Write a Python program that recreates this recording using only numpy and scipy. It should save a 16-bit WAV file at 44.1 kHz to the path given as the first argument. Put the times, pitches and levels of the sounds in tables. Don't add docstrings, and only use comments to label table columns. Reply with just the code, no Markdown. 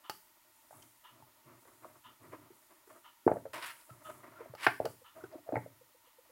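import sys
import numpy as np
from scipy import signal
from scipy.fft import rfft, irfft
from scipy.io import wavfile

SR = 44100
rng = np.random.default_rng(int(sys.argv[2]) if len(sys.argv) > 2 else 0)


def master_out(mix):
    frames = np.transpose(np.atleast_2d(mix))
    ceiling = np.clip(frames, -1, 1)
    pcm = np.round(ceiling * 32767).astype(np.int16)
    wavfile.write(sys.argv[1], SR, pcm)


N = 278461
TIME = np.arange(N) / SR
AGE = TIME[:SR // 4]

# frequency in Hz, relative spectral density in dB.
HISS_SPECTRUM = [(15, -46.5), (25, -7.5), (145, -19), (256, -11.5), (503, -30.5), (754, -15), (911, 2.5),
                 (1130, -13), (1440, -6.5), (1610, -17), (1890, -5), (2050, -10), (2480, -11.5),
                 (6920, -14.5), (16000, -10.5)]
RUB_SPECTRUM = [(180, -20.5), (290, 5.5), (370, 4), (470, -11), (630, 7.5), (780, -9), (950, 1.5),
                (1250, 0), (1500, -7.5), (2100, -8.5), (3200, -25), (6000, -31.5)]
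RUMBLE_SPECTRUM = [(55, -14.5), (85, -8), (130, -2), (185, -19.5), (270, -7)]
SWISH_SPECTRUM = [(600, -14.5), (950, -1), (1500, 4.5), (2000, 5.5), (2800, -0.5), (3900, -6.5),
                  (5200, -8.5), (6400, -17.5), (10500, -12.5), (16000, -22.5)]
DRAG_SPECTRUM = [(80, -20.5), (130, -9.5), (190, -31), (290, -1), (480, -7), (650, 4.5), (780, -15),
                 (950, 10), (1300, -15.5), (2000, -31.5)]
SNAP_SPECTRUM = [(300, 1), (1000, 0.5), (1800, 2), (2400, -7), (3000, 4), (3600, -9.5), (4500, 5),
                 (6500, -8.5), (11000, -9.5), (16000, -7)]
CLACK_SPECTRUM = [(300, -14.5), (800, 6), (1500, 3.5), (2050, -5.5), (2700, -21), (3600, -33), (5000, -33),
                  (7000, -52), (15000, -56)]
CRACK_SPECTRUM = [(120, -18), (300, -7), (480, -5), (860, 4.5), (1250, -2), (1750, -2), (2200, -5),
                  (2800, -9), (3600, -21.5), (5000, -22.5), (7000, -44.5), (15000, -53.5)]
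# frequency in Hz, rms level in dB.
WHINE_TONES = [(6918, -88.5), (9905, -93.5), (10890, -85.5), (11881, -80.5)]
# frequency in Hz, T60 in seconds, level in dB re the direct sound.
TAIL_DECAY = [(124, 0.5, -7), (300, 0.2, -5), (600, 0.092, -11.5), (1300, 0.27, -11.5), (2800, 0.25, -9.5),
              (4560, .27, -12), (7440, .4, -6.5), (13900, 0.97, 0)]
# frequency in Hz, bandwidth in Hz, relative gain in dB.
CLOCK_MODES = [(1003, 150, 0.5), (1203, 370, 0), (1637, 330, -9), (2976, 390, -4), (3416, 250, -9)]
TICK_LEVELS = [-57.5, -57, -56.5, -57.5, -58, -58.5, -67.5]
# start in seconds, length in seconds, relative level in dB.
SKIN_BRUSHES = [(0.483, 0.69, -70.5), (0.7, 0.26, -70), (1.494, 0.79, -71.5), (2.214, 0.23, -70.5),
                (2.502, 0.35, -70.5), (2.85, 0.21, -67.5), (3.243, 0.21, -66.5), (3.529, 0.05, -53.5),
                (3.656, 0.037, -51), (3.74, 0.37, -69), (4.018, 0.21, -61), (4.857, 0.12, -63),
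                (5.14, 0.14, -69.5), (5.537, .15, -69)]
# start in seconds, length in seconds, rub level in dB, rumble in dB re the rub.
GRIP_SHIFTS = [(.72, 0.21, -67, -1.5), (1.1, 0.27, -67, -5.5), (1.44, 0.18, -62.5, -2),
               (1.61, 0.24, -64.5, -8), (1.8, 0.23, -61.5, -7), (2.045, 0.14, -70, 1.5),
               (2.185, 0.41, -61.5, -1.5), (2.312, 0.075, -54.5, -16), (2.57, 0.6, -69.5, -20),
               (2.885, 0.118, -52, -24.5), (3.89, 0.32, -61.5, -9), (4.03, 0.3, -55.5, -9.5),
               (4.21, 0.36, -56, -13), (4.79, 0.15, -57, 4), (5.14, 0.19, -58, -9), (5.3, 0.13, -64, -6),
               (5.47, 0.25, -63.5, -8), (5.535, 0.062, -47, 4)]
# start in seconds, length in seconds, crest as a share of the length,
# swish level in dB, drag in dB re the swish.
HAND_STROKES = [(3.532, 0.097, 0.041, -45, 1.5), (3.613, 0.052, 0.56, -41.5, -11),
                (3.656, 0.072, 0.22, -45, -13.5), (3.7, 0.18, 0.086, -64, -5.5),
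                (4.568, .075, 0.9, -47.5, -8), (4.627, 0.04, 0.5, -36, -32)]
# start in seconds, length in seconds, pitch in Hz, levels of the
# fundamental and of the octave in dB.
FINGER_SQUEAKS = [(0.82, 0.013, 3160, -58.5, -59), (3.897, 0.015, 655, -59, -48.5),
                  (4.044, 0.041, 636, -57.5, -46), (4.087, 0.023, 622, -41, -44.5),
                  (4.351, 0.044, 720, -73, -54.5), (5.163, 0.053, 640, -49, -75),
                  (5.204, 0.015, 717, -71, -55), (5.231, 0.015, 4950, -70, -83),
                  (5.237, 0.013, 733, -57, -47), (5.322, .014, 4700, -65.5, -87),
                  (5.321, 0.046, 627, -45, -79), (5.376, 0.023, 637, -51.5, -79),
                  (5.46, 0.04, 670, -48.5, -74)]
# start in seconds, peak level in dB.
ROCK_CONTACTS = [(5.012, -55), (5.808, -54.5), (5.942, -60), (6.067, -63.5), (6.181, -54.5), (6.291, -59)]
# frequency in Hz, relative level in dB, T60 in seconds.
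SHELL_MODES = [(405.3, -21, 0.047), (851, -8, 0.049), (1227, -12.5, 0.034), (4660, -22, .012)]
# start in seconds, snap level in dB, relative level of the ring in dB.
BUTTON_CLICKS = [(0.097, -14, -11.5), (0.825, -40, -32), (3.812, -37.5, -35), (4.551, -32, -4),
                 (4.667, -17, -26), (4.854, -18.5, -21), (5.556, -45, -26)]
# frequency in Hz, gain in dB, T60 in seconds.
BODY_MODES = [(128, 5, 0.18), (208, -8, 0.11), (276, 1.5, 0.082), (338, -9, 0.084), (383.4, -7, .15),
              (455, -15, 0.061), (640, -6.5, 0.092), (867, 1, 0.063), (948, -1.5, 0.23), (1150, -16.5, .15),
              (1516, -12, 0.21), (1556, -2.5, 0.21), (1696, -8, .07), (1825, -12, 0.058), (2110, -15, .12),
              (2700, -9, .15)]
# start in seconds, peak level in dB.
TABLE_THUMPS = [(1.221, -60.5), (3.906, -49), (4.494, -49), (4.669, -40.5), (5.235, -54.5), (5.563, -37.5)]
# start in seconds, peak level in dB, pitch in Hz, hardness in dB.
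FLAP_SLAPS = [(4.6654, -10.5, 1634, 3.5), (4.6681, -15, 1700, 8.5), (5.556, -34, 2150, -26),
              (5.566, -33, 1970, -13)]
# start in seconds, level in dB, pitch in Hz, hardness in dB.
CASE_KNOCKS = [ (0.707, -49, 653, 1.5), (0.727, -48, 770, -5), (1.223, -51, 900, -7),
               (1.651, -59.5, 527, 9), (1.845, -40, 1110, -17), (1.850, -44.5, 590, -14),
               (2.331, -45.5, 494, 1), (2.502, -51.5, 370, -6), (2.872, -55.5, 400, 4),
               (2.903, -63, 520, 7), (3.2645, -13.5, 383, -25), (3.2772, -12.5, 748, -8),
               (3.296, -28, 544, -28), (3.3151, -16, 613, -12), (3.3585, -33, 660, -22),
               (3.367, -29.5, 575, -11), (3.453, -35.5, 563, -7), (3.462, -37, 544, -15),
               (3.892, -54, 626, 2), (4.405, -39.5, 470, -7), (4.457, -44.5, 625, -20),
               (4.536, -40.5, 550, -5), (4.8009, -20.5, 615, -30), (4.846, -30.5, 473, -22),
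               (4.8542, -29.5, 650, -1.5), (4.860, -26.5, 548, -10), (5.236, -39, 387, -9),
               (5.344, -43.5, 565, -18), (5.352, -43.5, 318, -24), (5.4892, -30.5, 590, -11),
               (5.522, -27, 613, -12), (5.527, -32.5, 303, -22), (5.539, -26.5, 610, -32),
               (5.556, -24, 793, -1.5), (5.566, -27.5, 523, -13), (5.574, -30, 770, -26),
               (5.66, -40, 570, -14)]


def from_db(db):
    return 10 ** (np.asarray(db) / 20)


def unit_rms(x):
    return x / np.sqrt(np.mean(x ** 2) + 1e-20)


def add(track, start_s, sound):
    start = int(start_s * SR)
    track[start:start + len(sound)] += sound[:N - start]


def colour(x, spectrum):
    size = 8192
    hz, db = np.transpose(spectrum)
    octave = np.log2(np.maximum(np.arange(size // 2 + 1), 1) * SR / size)
    beyond = np.abs(octave - np.clip(octave, np.log2(hz[0]), np.log2(hz[-1])))
    gain = from_db(np.interp(octave, np.log2(hz), db) - 18 * beyond)
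    cepstrum = irfft(np.log(gain))
    causal = (np.arange(size) > 0) & (np.arange(size) < size // 2)
    response = irfft(np.exp(rfft(2 * cepstrum * causal)))
    return signal.fftconvolve(x, response / np.linalg.norm(response))[:len(x)]


def resonance(x, hz, width_hz):
    radius = np.exp(-np.pi * width_hz / SR)
    numerator = np.array([1, 0, -1]) * (1 - radius ** 2) / 2
    denominator = [1, -2 * radius * np.cos(2 * np.pi * hz / SR), radius ** 2]
    return signal.lfilter(numerator, denominator, x + 1e-18)


def swell(peak_s):
    u = AGE / peak_s
    return (u * np.exp(1 - u)) ** 3


def burst(spread_s, feedback=.85):
    delays_s = spread_s / np.array([[1], [2], [3], [5], [8]]) * rng.uniform(.8, 1.2, (5, 1))
    echo = np.exp(-2j * np.pi * np.round(delays_s * SR) * np.arange(len(AGE) // 2 + 1) / len(AGE))
    all_pass = (echo - feedback) / (1 - feedback * echo)
    return irfft(np.prod(all_pass, axis=0), len(AGE))


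def friction(grain_db, catches_per_s):
    catches = np.interp(TIME * catches_per_s, np.arange(N), rng.standard_normal(N))
    return unit_rms(rng.standard_normal(N) * from_db(grain_db * catches))


def gesture(start_s, length_s, db, crest=.18):
    out = np.zeros(N)
    progress = np.interp(np.arange(0, length_s, 1 / SR) / length_s, [0, crest, 1], [0, .5, 1])
    add(out, start_s, from_db(db) * np.sin(np.pi * progress))
    return out


def background(hiss_db=-67):
    whine = sum(from_db(db) * np.sqrt(2) * np.sin(2 * np.pi * hz * TIME) for hz, db in WHINE_TONES)
    return from_db(hiss_db) * colour(rng.standard_normal(N), HISS_SPECTRUM) + whine


def room_and_lingering_hiss(x, first_echo_s=.0038):
    t, tail = TIME[:SR * 2 // 3], 0
    hz, t60, db = np.transpose(TAIL_DECAY)
    edges_hz = np.geomspace(62, 16000, 9)
    for low, high in zip(edges_hz, edges_hz[1:]):
        log_centre = np.log(low * high) / 2
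        decay_s = np.interp(log_centre, np.log(hz), t60)
        tail_db = np.interp(log_centre, np.log(hz), db)
        fade = from_db(-60 * t / decay_s) * (t > first_echo_s)
        noise = rng.standard_normal(len(t)) * fade / np.linalg.norm(fade)
        band = signal.butter(2, [low, high], "band", fs=SR, output="sos")
        tail = tail + from_db(tail_db) * signal.sosfilt(band, noise)
    return signal.fftconvolve(x, tail)[:N]


def clock(first_s=.036, period_s=1.001, peak_s=.023):
    envelope, noise = np.zeros(N), rng.standard_normal(N)
    tick = AGE / peak_s * np.exp(1 - AGE / peak_s)
    for k, db in enumerate(TICK_LEVELS):
        add(envelope, first_s + k * period_s, from_db(db) * tick)
    blur = sum(from_db(db) * resonance(resonance(noise, hz, width), hz, width)
               for hz, width, db in CLOCK_MODES)
    return envelope * unit_rms(blur)


def brushing(gain_db=-2):
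    spectrum = [(4000, -25), (7000, -.5), (10000, 2), (15500, -6.5)]   # Hz, dB
    skin = colour(friction(grain_db=3, catches_per_s=310), spectrum)
    return skin * sum(gesture(s, length, db + gain_db) for s, length, db in SKIN_BRUSHES)


def grip(hold_rub_db=-76.5, hold_rumble_db=-90.5):
    rubbing = np.max([gesture(s, length, db) for s, length, db, _ in GRIP_SHIFTS], axis=0)
    leaning = np.max([gesture(s, length, db + weight) for s, length, db, weight in GRIP_SHIFTS], axis=0)
    rub = colour(friction(grain_db=4.5, catches_per_s=54), RUB_SPECTRUM)
    rumble = colour(rng.standard_normal(N), RUMBLE_SPECTRUM)
    return (np.hypot(rubbing, from_db(hold_rub_db)) * rub
            + np.hypot(leaning, from_db(hold_rumble_db)) * rumble)


def strokes():
    speed, pressure = np.zeros(N), np.zeros(N)
    for start_s, length_s, crest, db, drag_db in HAND_STROKES:
        speed += gesture(start_s, length_s, db, crest)
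        pressure += gesture(start_s, length_s, db + drag_db, crest)
    swish = colour(friction(grain_db=3, catches_per_s=650), SWISH_SPECTRUM)
    drag = colour(rng.standard_normal(N), DRAG_SPECTRUM)
    return speed * swish + pressure * drag


def squeaks(jitter=.51):
    out = np.zeros(N)
    for start_s, length_s, hz, fundamental_db, octave_db in FINGER_SQUEAKS:
        phase = 2 * np.pi * hz * np.cumsum(1 + jitter * rng.standard_normal(len(AGE))) / SR
        tone = from_db(fundamental_db) * np.sin(phase) + from_db(octave_db) * np.sin(2 * phase)
        arch = np.sin(np.pi * np.minimum(AGE / length_s, 1))
        add(out, start_s, arch * tone)
    return out


def rocking(hz=510, peak_s=.01):
    out = np.zeros(N)
    for start_s, db in ROCK_CONTACTS:
        add(out, start_s, from_db(db) * swell(peak_s) * np.sin(2 * np.pi * hz * AGE))
    return out


def clicks():
    snaps, rings = np.zeros(N), np.zeros(N)
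    ring = sum(from_db(db - 60 * AGE / t60) * np.sin(2 * np.pi * hz * AGE) for hz, db, t60 in SHELL_MODES)
    for start_s, db, ring_db in BUTTON_CLICKS:
        add(snaps, start_s, from_db(db) * burst(spread_s=.001))
        add(rings, start_s, from_db(db + ring_db) * ring)
    return colour(snaps, SNAP_SPECTRUM) + rings


def body(blows):
    return blows + sum(from_db(db) * resonance(blows, hz, np.log(1000) / (np.pi * t60))
                       for hz, db, t60 in BODY_MODES)


def thumps(hz=122, peak_s=.006):
    out = np.zeros(N)
    for start_s, db in TABLE_THUMPS:
        add(out, start_s, from_db(db) * swell(peak_s) * np.cos(2 * np.pi * hz * (AGE - peak_s)))
    return out


def slaps(peak_s=.0015, crack_db=10):
    swings, cracks = np.zeros(N), np.zeros(N)
    for start_s, db, hz, hard_db in FLAP_SLAPS:
        add(swings, start_s, from_db(db) * swell(peak_s) * np.cos(2 * np.pi * hz * (AGE - peak_s)))
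        add(cracks, start_s + peak_s / 2, from_db(db + hard_db + crack_db) * burst(spread_s=.0012))
    return swings + colour(cracks, CRACK_SPECTRUM)


def knocks(push_db=-19, clack_db=11, rebound_db=-21, rebound_gap_s=.011, rebound_octaves=.3):
    full_blow_db, rise_cycles, cycles_per_db = -13.5, 1.15, .028
    swings, clacks = np.zeros(N), np.zeros(N)
    for start_s, db, hz, hard_db in CASE_KNOCKS:
        peak_s = (rise_cycles + cycles_per_db * (full_blow_db - db)) / hz
        swing = np.cos(2 * np.pi * hz * (AGE - peak_s)) + from_db(push_db)
        add(swings, start_s, from_db(db) * swell(peak_s) * swing)
        add(clacks, start_s + peak_s / 2, from_db(db + hard_db + clack_db) * burst(spread_s=.0014))
        for k, (late, detune) in enumerate(rng.uniform(-.8, 1, size=(3, 2)), start=1):
            touch = swell(peak_s) * np.sin(2 * np.pi * hz * 2 ** (rebound_octaves * detune) * AGE)
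            add(swings, start_s + rebound_gap_s * (k + late / 2), from_db(db + rebound_db) / k * touch)
    return swings + colour(clacks, CLACK_SPECTRUM)


def scene(low_cut_hz=80):
    impacts = body(knocks() + thumps() + slaps()) + clicks() + rocking()
    sliding = squeaks() + grip() + brushing() + strokes()
    low_cut = signal.butter(4, low_cut_hz, "high", fs=SR, output="sos")
    direct = signal.sosfilt(low_cut, impacts + sliding + clock())
    return (direct + room_and_lingering_hiss(direct) + background())[None]


def record(dry, cutoff_hz=15900):
    return signal.sosfilt(signal.ellip(12, .1, 80, cutoff_hz, fs=SR, output="sos"), dry)


dry = scene()
out = record(dry)
master_out(out)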